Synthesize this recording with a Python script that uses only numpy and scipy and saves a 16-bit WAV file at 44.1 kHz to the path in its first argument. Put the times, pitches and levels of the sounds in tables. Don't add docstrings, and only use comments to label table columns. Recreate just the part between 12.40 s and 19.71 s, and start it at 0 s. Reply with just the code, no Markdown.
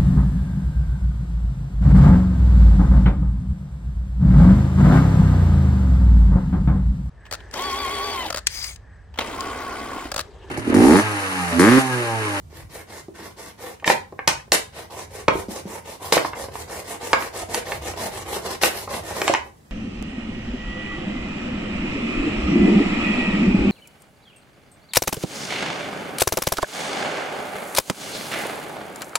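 import sys
import numpy as np
from scipy import signal
from scipy.fft import rfft, irfft, next_fast_len
from scipy.io import wavfile
from scipy.ndimage import uniform_filter1d, minimum_filter1d

SR = 44100
rng = np.random.default_rng(int(sys.argv[2]) if len(sys.argv) > 2 else 0)


def generate_wav(sig):
    pcm = np.round(np.clip(np.atleast_2d(sig).T, -1, 1) * 32767).astype(np.int16)
    wavfile.write(sys.argv[1], SR, pcm)


def makeup_ratio(level_db):
    decades = np.asarray(level_db, float) / 20
    return 10 ** decades


N = 322371
TIME = np.arange(N) / SR

# (frequency [Hz], width [Hz], level [dB])
WALL_MODES = [(203, 69, -11.5), (337.7, 21, -8.5), (391, 26, -7), (473, 64, -3), (550.5, 53, -4.5),
              (665, 84, -5), (797, 70, -5.5), (898, 50, -5.5), (986, 108, -6), (1150, 110, -9.5),
              (1257, 64, -13.5), (1710, 740, -4.5), (2240, 430, -9)]


def at_hz(points, hz):
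    table = np.array(points)
    return np.interp(np.log(np.maximum(hz, 1)), np.log(table[:, 0]), table[:, 1])


def rms_one(x):
    return x / np.sqrt(np.mean(x ** 2) + 1e-20)


def peak_one(x):
    return x / abs(x).max()


def shaped(x, spectrum):
    size = next_fast_len(x.shape[-1])
    gain = makeup_ratio(at_hz(spectrum, np.fft.rfftfreq(size, 1 / SR)))
    return irfft(rfft(x, size) * gain, size)[..., :x.shape[-1]]


def coloured(x, spectrum):
    return rms_one(shaped(x, spectrum))


def band_pass(x, low_hz, high_hz, order=2):
    sos = signal.butter(order, [low_hz, high_hz], "band", fs=SR, output="sos")
    return signal.sosfilt(sos, x)


def resonance(x, hz, width_hz):
    r = np.exp(-np.pi * width_hz / SR)
    zeros = np.array([1, 0, -1]) * (1 - r * r) / 2
    poles = [1, -2 * r * np.cos(2 * np.pi * hz / SR), r * r]
    return signal.lfilter(zeros, poles, x)


def drift(rate_per_s):
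    knots = rng.standard_normal(1000)
    return np.interp(TIME * rate_per_s, np.arange(len(knots)), knots)


def two_ports(mid, side):
    # (frequency [Hz], level [dB])
    side_over_mid = [(25, -8), (60, -20), (130, -20.5), (250, -2), (500, 0), (1300, 3), (4000, -2),
                     (15000, 1)]
    side = shaped(side, side_over_mid)
    return np.array([mid + side, mid - side])


def background():
    # (time [s], level [dB])
    rumble_levels = [(0.0, -39), (0.12, -40), (0.67, -54.5), (2.63, -48.5), (2.95, -41), (3.5, -53.5),
                     (3.77, -40.5), (3.83, -47), (4.05, -43), (4.07, -46.5), (5.19, -47), (5.44, -37),
                     (5.58, -43), (6.49, -48.5), (6.54, -41), (7.31, -54)]
    # (frequency [Hz], density [dB per Hz])
    rumble_spectrum = [(20, -34.5), (60, -9), (76, -3.5), (86, -5), (97, -1.5), (108, -11.5), (150, -12),
                       (260, -57)]
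    # (frequency [Hz], density [dB per Hz])
    hiss_spectrum = [(88, -28), (150, -1), (431, -15.5), (524, -16), (1360, -24.5), (1500, -28.5),
                     (16000, -31)]
    lump_db, lumps_per_s = 1.5, 12.0
    rumble_side_db, hiss_db = 3, -55

    white = rng.standard_normal((4, N))
    level_db = np.interp(TIME, *np.transpose(rumble_levels)) + lump_db * drift(lumps_per_s)
    mid, side = coloured(white[:2], rumble_spectrum)
    rumble = makeup_ratio(level_db) * two_ports(mid, side * makeup_ratio(rumble_side_db))
    hiss = two_ports(*coloured(white[2:], hiss_spectrum))
    return rumble + makeup_ratio(hiss_db) * hiss


def room(x, length=22050):
    # (frequency [Hz], T60 [s])
    decay_times = [(100, 0.38), (500, 0.29), (3000, 0.26), (13000, 0.21)]
    echo_db, left_lag_s, build_up_s = -5.5, .00005, 0.0019

    t, tails = np.arange(length) / SR, 0
    white = rng.standard_normal((2, 2, length))
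    edges_hz = 50 * 2 ** np.arange(0, 8.6, .5)
    for k, (low, high) in enumerate(zip(edges_hz, edges_hz[1:])):
        band = band_pass(white[k % 2], low, high)
        tails = tails + band * makeup_ratio(-60 * t / at_hz(decay_times, np.sqrt(low * high)))
    tails = two_ports(*(tails * (1 - np.exp(-t / build_up_s))))

    bins = rfft(tails)
    power = abs(bins) ** 2
    fine, broad = uniform_filter1d(power, size=41), uniform_filter1d(power, size=401)
    tails = irfft(bins / np.sqrt(fine) * np.sqrt(broad), length)
    tails = makeup_ratio(echo_db) * tails / np.sqrt(np.sum(tails ** 2) / 2)

    direct = np.array([np.interp(TIME - left_lag_s, TIME, x[0]), x[1]])
    return direct + signal.fftconvolve(direct, tails, axes=1)[:, :N]


def dent_wall(push, dent_hz, mode_offsets_db):
    wall = 0
    for (hz, width_hz, level_db), offset_db in zip(WALL_MODES, mode_offsets_db):
        db_per_oct = 4.7 if hz > dent_hz else 10
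        mode_db = level_db + offset_db - db_per_oct * abs(np.log2(hz / dent_hz))
        wall = wall + makeup_ratio(mode_db) * resonance(push, hz, width_hz)
    return wall


def pops(length=4096):
    # (time [s], peak [dB], dent pitch [Hz], crack over peak [dB], reach above pitch [octaves])
    buckles = [(1.443, -8.5, 1700, -23, 1.1), (1.476, 2.5, 676, -9, 1.53), (1.499, 3.5, 780, -39, 1.8),
               (1.79, -12, 980, -44, 1.03), (1.876, 0, 1090, -1.5, 1.7), (1.877, -19, 187, -32, 0.79),
               (2.119, -0.2, 870, 0.5, .96), (2.123, -9.5, 710, -30.5, 1.1), (2.88, 3, 265, -36.5, 3.04),
               (2.882, 5.5, 1150, -18, 0.55), (3.723, -0.5, 464, -5, 1.9), (3.726, -11, 1290, 5, 1.9),
               (3.768, 2.5, 483, -42, 0.6), (3.777, 0.8, 1120, -38.5, 3.9), (4.73, 7.5, 974, -15.5, 0.91),
               (4.735, -2, 750, -17, 0.76), (5.144, -9.5, 794, -3, 1.3), (6.234, 3.5, 1170, -12, 1.03),
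               (6.816, -4.5, 750, -13.5, 2.2), (6.878, 4.5, 1043, -13, 3.1), (6.896, -2.5, 513, -33, 0.26),
               (6.937, -2.5, 800, -10, 1.47), (6.948, -2.5, 1090, -25, 1.3)]
    # (time [s], peak [dB], pitch [Hz], reach above pitch [octaves])
    creases = [(0.126, -35, 436, 0.47), (0.355, -27.5, 475, 0.39), (0.682, -23.5, 396, 0.4),
               (1.398, -32.5, 5000, 0.69), (1.424, -27, 700, .6), (1.723, -25, 470, 0.7),
               (2.078, -35.5, 355, 2), (2.953, -12.5, 292, 0.15), (3.083, -19, 220, 0.64),
               (3.253, -22.5, 232, 0.24), (3.614, -27, 371, .89), (3.847, -8, 760, 1),
               (3.932, -15, 1460, 0.28), (4.084, -23, 470, 1.9), (4.154, -14, 1040, 0.49),
               (4.823, -10, 1095, 1.9), (5.319, -9.5, 855, 2.8), (5.536, -21.5, 424, 2.4),
               (6.215, -14, 1890, 2.7), (6.474, -19.5, 800, 0.52), (6.539, -14.5, 786, 2.1),
               (6.765, -18.5, 600, 1), (6.806, -19.5, 573, 1.5)]
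    buckle_rattle_ms, crease_rattle_ms, crease_crack_db = 3.4, 5.1, -27.5
    dent_width = .45

    dents = [(*row, buckle_rattle_ms) for row in buckles]
    dents += [(s, peak_db, hz, crease_crack_db, reach, crease_rattle_ms)
              for s, peak_db, hz, reach in creases]
    out, t = np.zeros((2, N + length)), np.arange(length) / SR
    noises = rng.standard_normal((len(dents), length))
    offsets_db = rng.normal(0, 1.0, (len(dents), len(WALL_MODES)))
    for (s, peak_db, hz, crack_db, reach, rattle_ms), noise, offset_db in zip(dents, noises, offsets_db):
        rattle = noise * np.exp(-t / (rattle_ms / 1000)) + 2.87 * (t == 0)
        soft = signal.butter(3, np.clip(hz * 2 ** reach, 100, 15000), fs=SR, output="sos")
        push = signal.sosfilt(soft, rattle)
        dent = resonance(push, hz, dent_width * hz)
        wall = dent_wall(push, hz, offset_db)
        body = peak_one(peak_one(dent) + makeup_ratio(9.0) * peak_one(wall))

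        crack = noise * (1 - np.exp(-t / 0.00021)) * np.exp(-t / 0.001)
        for _ in range(2):
            crack = band_pass(crack, 3000, 7500, order=1)
        crack = makeup_ratio(crack_db + 4.5) * peak_one(crack)

        at = round((s + .001) * SR)
        out[:, at:at + length] += makeup_ratio(peak_db - 1.5) * np.array([body, crack])
    return out[:, :N]


def slips(per_s, spread_db):
    sizes = makeup_ratio(spread_db * np.minimum(rng.exponential(1, N), 5)) * rng.choice([-1, 1], N)
    return rms_one(sizes * (rng.random(N) < per_s / SR))


def bottle(force, wander_db):
    # (time [s], level of upper wall modes [dB])
    slit_growth = [
        (0, 5),
        (1.4, -1.5),
        (2.5, -4.2),
        (4.5, -2.2),
        (7.3, -3.7),
    ]
    upper_from_hz, wanders_per_s = 1450, 12.0
    upper_db = np.interp(TIME, *np.transpose(slit_growth))
    drone = 0
    for k, (hz, width_hz, level_db) in enumerate(WALL_MODES):
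        mode_db = level_db + (hz > upper_from_hz) * upper_db + wander_db * drift(wanders_per_s)
        mode = resonance(force, hz, width_hz) / np.sqrt(width_hz)
        drone = drone + (-1) ** k * makeup_ratio(mode_db) * mode
    return drone


def strokes():
    # (time [s], length [s], hiss [dB])
    pushes = [(0.109, 0.13, -55), (0.484, 0.14, -49), (0.975, 0.15, -48), (2.336, 0.13, -48),
              (2.705, 0.14, -47.5), (3.094, 0.13, -43.5), (3.449, 0.12, -46.5), (3.806, 0.1, -45),
              (4.124, 0.13, -44), (4.451, .126, -41.5), (4.782, 0.11, -40.5), (5.093, 0.12, -40),
              (5.42, 0.11, -41), (5.721, 0.12, -40), (6.025, 0.14, -39), (6.322, 0.14, -41.5),
              (6.646, 0.29, -39)]
    # (time [s], length [s], hiss [dB])
    pulls = [(0.302, 0.14, -51.5), (0.752, 0.18, -51), (1.189, 0.17, -47.5), (2.509, 0.15, -46.5),
             (2.919, 0.13, -46.5), (3.265, 0.14, -46), (3.604, 0.14, -46.5), (3.955, 0.12, -42.5),
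             (4.287, 0.15, -43.5), (4.61, 0.16, -41), (4.933, 0.11, -41), (5.257, 0.13, -41.5),
             (5.568, 0.13, -39.5), (5.863, 0.15, -39.5), (6.493, 0.12, -40.5)]
    # (time [s], length [s], hiss [dB], drone over hiss [dB], sharpness [dB])
    tears = [
        (0.701, .022, -85, 19, 14),
        (1.459, 0.083, -29.5, 3, -6),
        (5.133, 0.026, -40.5, -11, 4.5),
        (6.216, 0.079, -26.5, 1, -2),
        (6.865, 0.14, -40.5, -0.5, -12.5),
        (7.044, 0.069, -62, 16, -1),
    ]
    # (time [s], length [s], hiss [dB], drone over hiss [dB], sharpness [dB])
    skids = [
        (1.875, 0.027, -20, -1.5, -10),
        (2.119, 0.044, -19.5, -3, -1.5),
        (3.722, 0.056, -22, -5, -7),
    ]

    moves = [(*row, 7, -2.7, 0.58) for row in pushes]
    moves += [(*row, 8.5, -1.7, 0.49) for row in pulls]
    moves += [(*row, 0.39) for row in tears]
    moves += [(*row, 0.043) for row in skids]

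    t = TIME[::32]
    hiss, sharp, drone = np.zeros((3, len(t)))
    for s, length_s, hiss_db, drone_db, sharp_db, rise_share in moves:
        rise_s = rise_share * length_s
        phase = np.interp(t, [s - 0.16 * rise_s, s + rise_s, s + length_s], [0, .5, 1])
        speed = np.maximum(np.sin(np.pi * phase), 0) ** 0.57
        hiss += makeup_ratio(hiss_db) * speed
        sharp += makeup_ratio(hiss_db + sharp_db) * speed ** 1.83
        drone += makeup_ratio(hiss_db + drone_db) * speed
    return [np.interp(TIME, t, level) for level in (hiss, sharp, drone)]


def knife():
    # (frequency [Hz], density [dB per Hz])
    scrape_spectrum = [(760, -23), (1300, -7), (2170, -4.5), (3450, -4.5), (3880, -4), (9170, -1.5),
                       (15200, -2), (16000, -20)]
    patch_edges_hz = 700 * 2 ** np.arange(0, 4.7, .5)

    hiss, sharp, drone = strokes()
    hail = two_ports(slips(9000.0, 3), slips(9000.0, 3))
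    edge, scrape = coloured(hail, scrape_spectrum), 0
    for k, (low, high) in enumerate(zip(patch_edges_hz, patch_edges_hz[1:])):
        share = np.clip(np.log2(low / 3500) / 1.16, 0, 1)
        level = makeup_ratio(2.7 * drift(18.0)) * ((1 - share) * hiss + share * sharp)
        scrape = scrape + (-1) ** k * level * band_pass(edge, low, high)
    wall = rms_one(bottle(slips(2500.0, 2.53), wander_db=2.5))
    bite = makeup_ratio(1.68 * drift(45.0) + 1.56 * drift(130.0))
    return bite * (makeup_ratio(8.5) * scrape + makeup_ratio(1.5) * drone * wall)


def scene():
    # (frequency [Hz], level [dB])
    left_over_right = [(60, 12.5), (110, 0.5), (380, -0.7), (1000, -2.5), (2380, 0.8), (4400, 0.1),
                       (8120, 1.5), (15000, 5.5)]
    body, crack = pops()
    near = room(knife() + body + crack) + makeup_ratio(-2.0) * crack
    lean = np.array(left_over_right) * [1, .5]
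    left, right = shaped(near[0], lean), shaped(near[1], lean * [1, -1])
    return np.array([left, right]) + background()


def suppressor(x, size=1024):
    subtract, least_db = .27, -8
    mutes_per_s, mute_s, mute_db, active_from_hz = 1.7, .06, -35, 1500

    hz, s, bins = signal.stft(x, SR, "cosine", nperseg=size)
    level = uniform_filter1d(abs(bins), size=3, axis=2)
    around = uniform_filter1d(level, size=15, axis=1) + 1e-12
    kept_power = 1 - subtract * (around / (level + 1e-12)) ** 2
    gain = np.maximum(kept_power, makeup_ratio(2 * least_db)) ** .5

    hop_s = s[1] - s[0]
    group = (14 * (hz / 1000) ** .7).astype(int)
    odds = mutes_per_s * hop_s * (.4 + (hz / 11000) ** 2)
    group_odds = odds[np.searchsorted(group, group), None]
    begins = rng.random((len(hz), len(s)))[group] < group_odds
    muted = -minimum_filter1d(-1. * begins, size=round(mute_s / hop_s), axis=1)
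    treble_gain = gain * makeup_ratio(mute_db * muted) / np.sqrt(1 - subtract)
    gain = np.where((hz > active_from_hz)[:, None], treble_gain, 1)

    power = np.sum(abs(bins) ** 2, axis=(0, 1)) + 1e-18
    gain[..., 2:] = np.where(power[2:] > 30 * power[:-2], 1, gain[..., 2:])
    return signal.istft(bins * gain, SR, "cosine", nperseg=size)[1][:, :N]


def top_cut(x):
    return signal.sosfilt(signal.butter(12, 16690, fs=SR, output="sos"), x)


def record(dry):
    # (frequency [Hz], gain [dB])
    mic_response = [(100, -0.5), (9000, -2.5), (12000, -5.5), (14000, -7.5), (15600, -6), (16400, -46)]
    ceiling = .95
    squeezed = ceiling * np.tanh(dry / ceiling)
    mix = suppressor(shaped(squeezed, mic_response))
    return top_cut(mix)


dry = scene()
out = record(dry)
generate_wav(out)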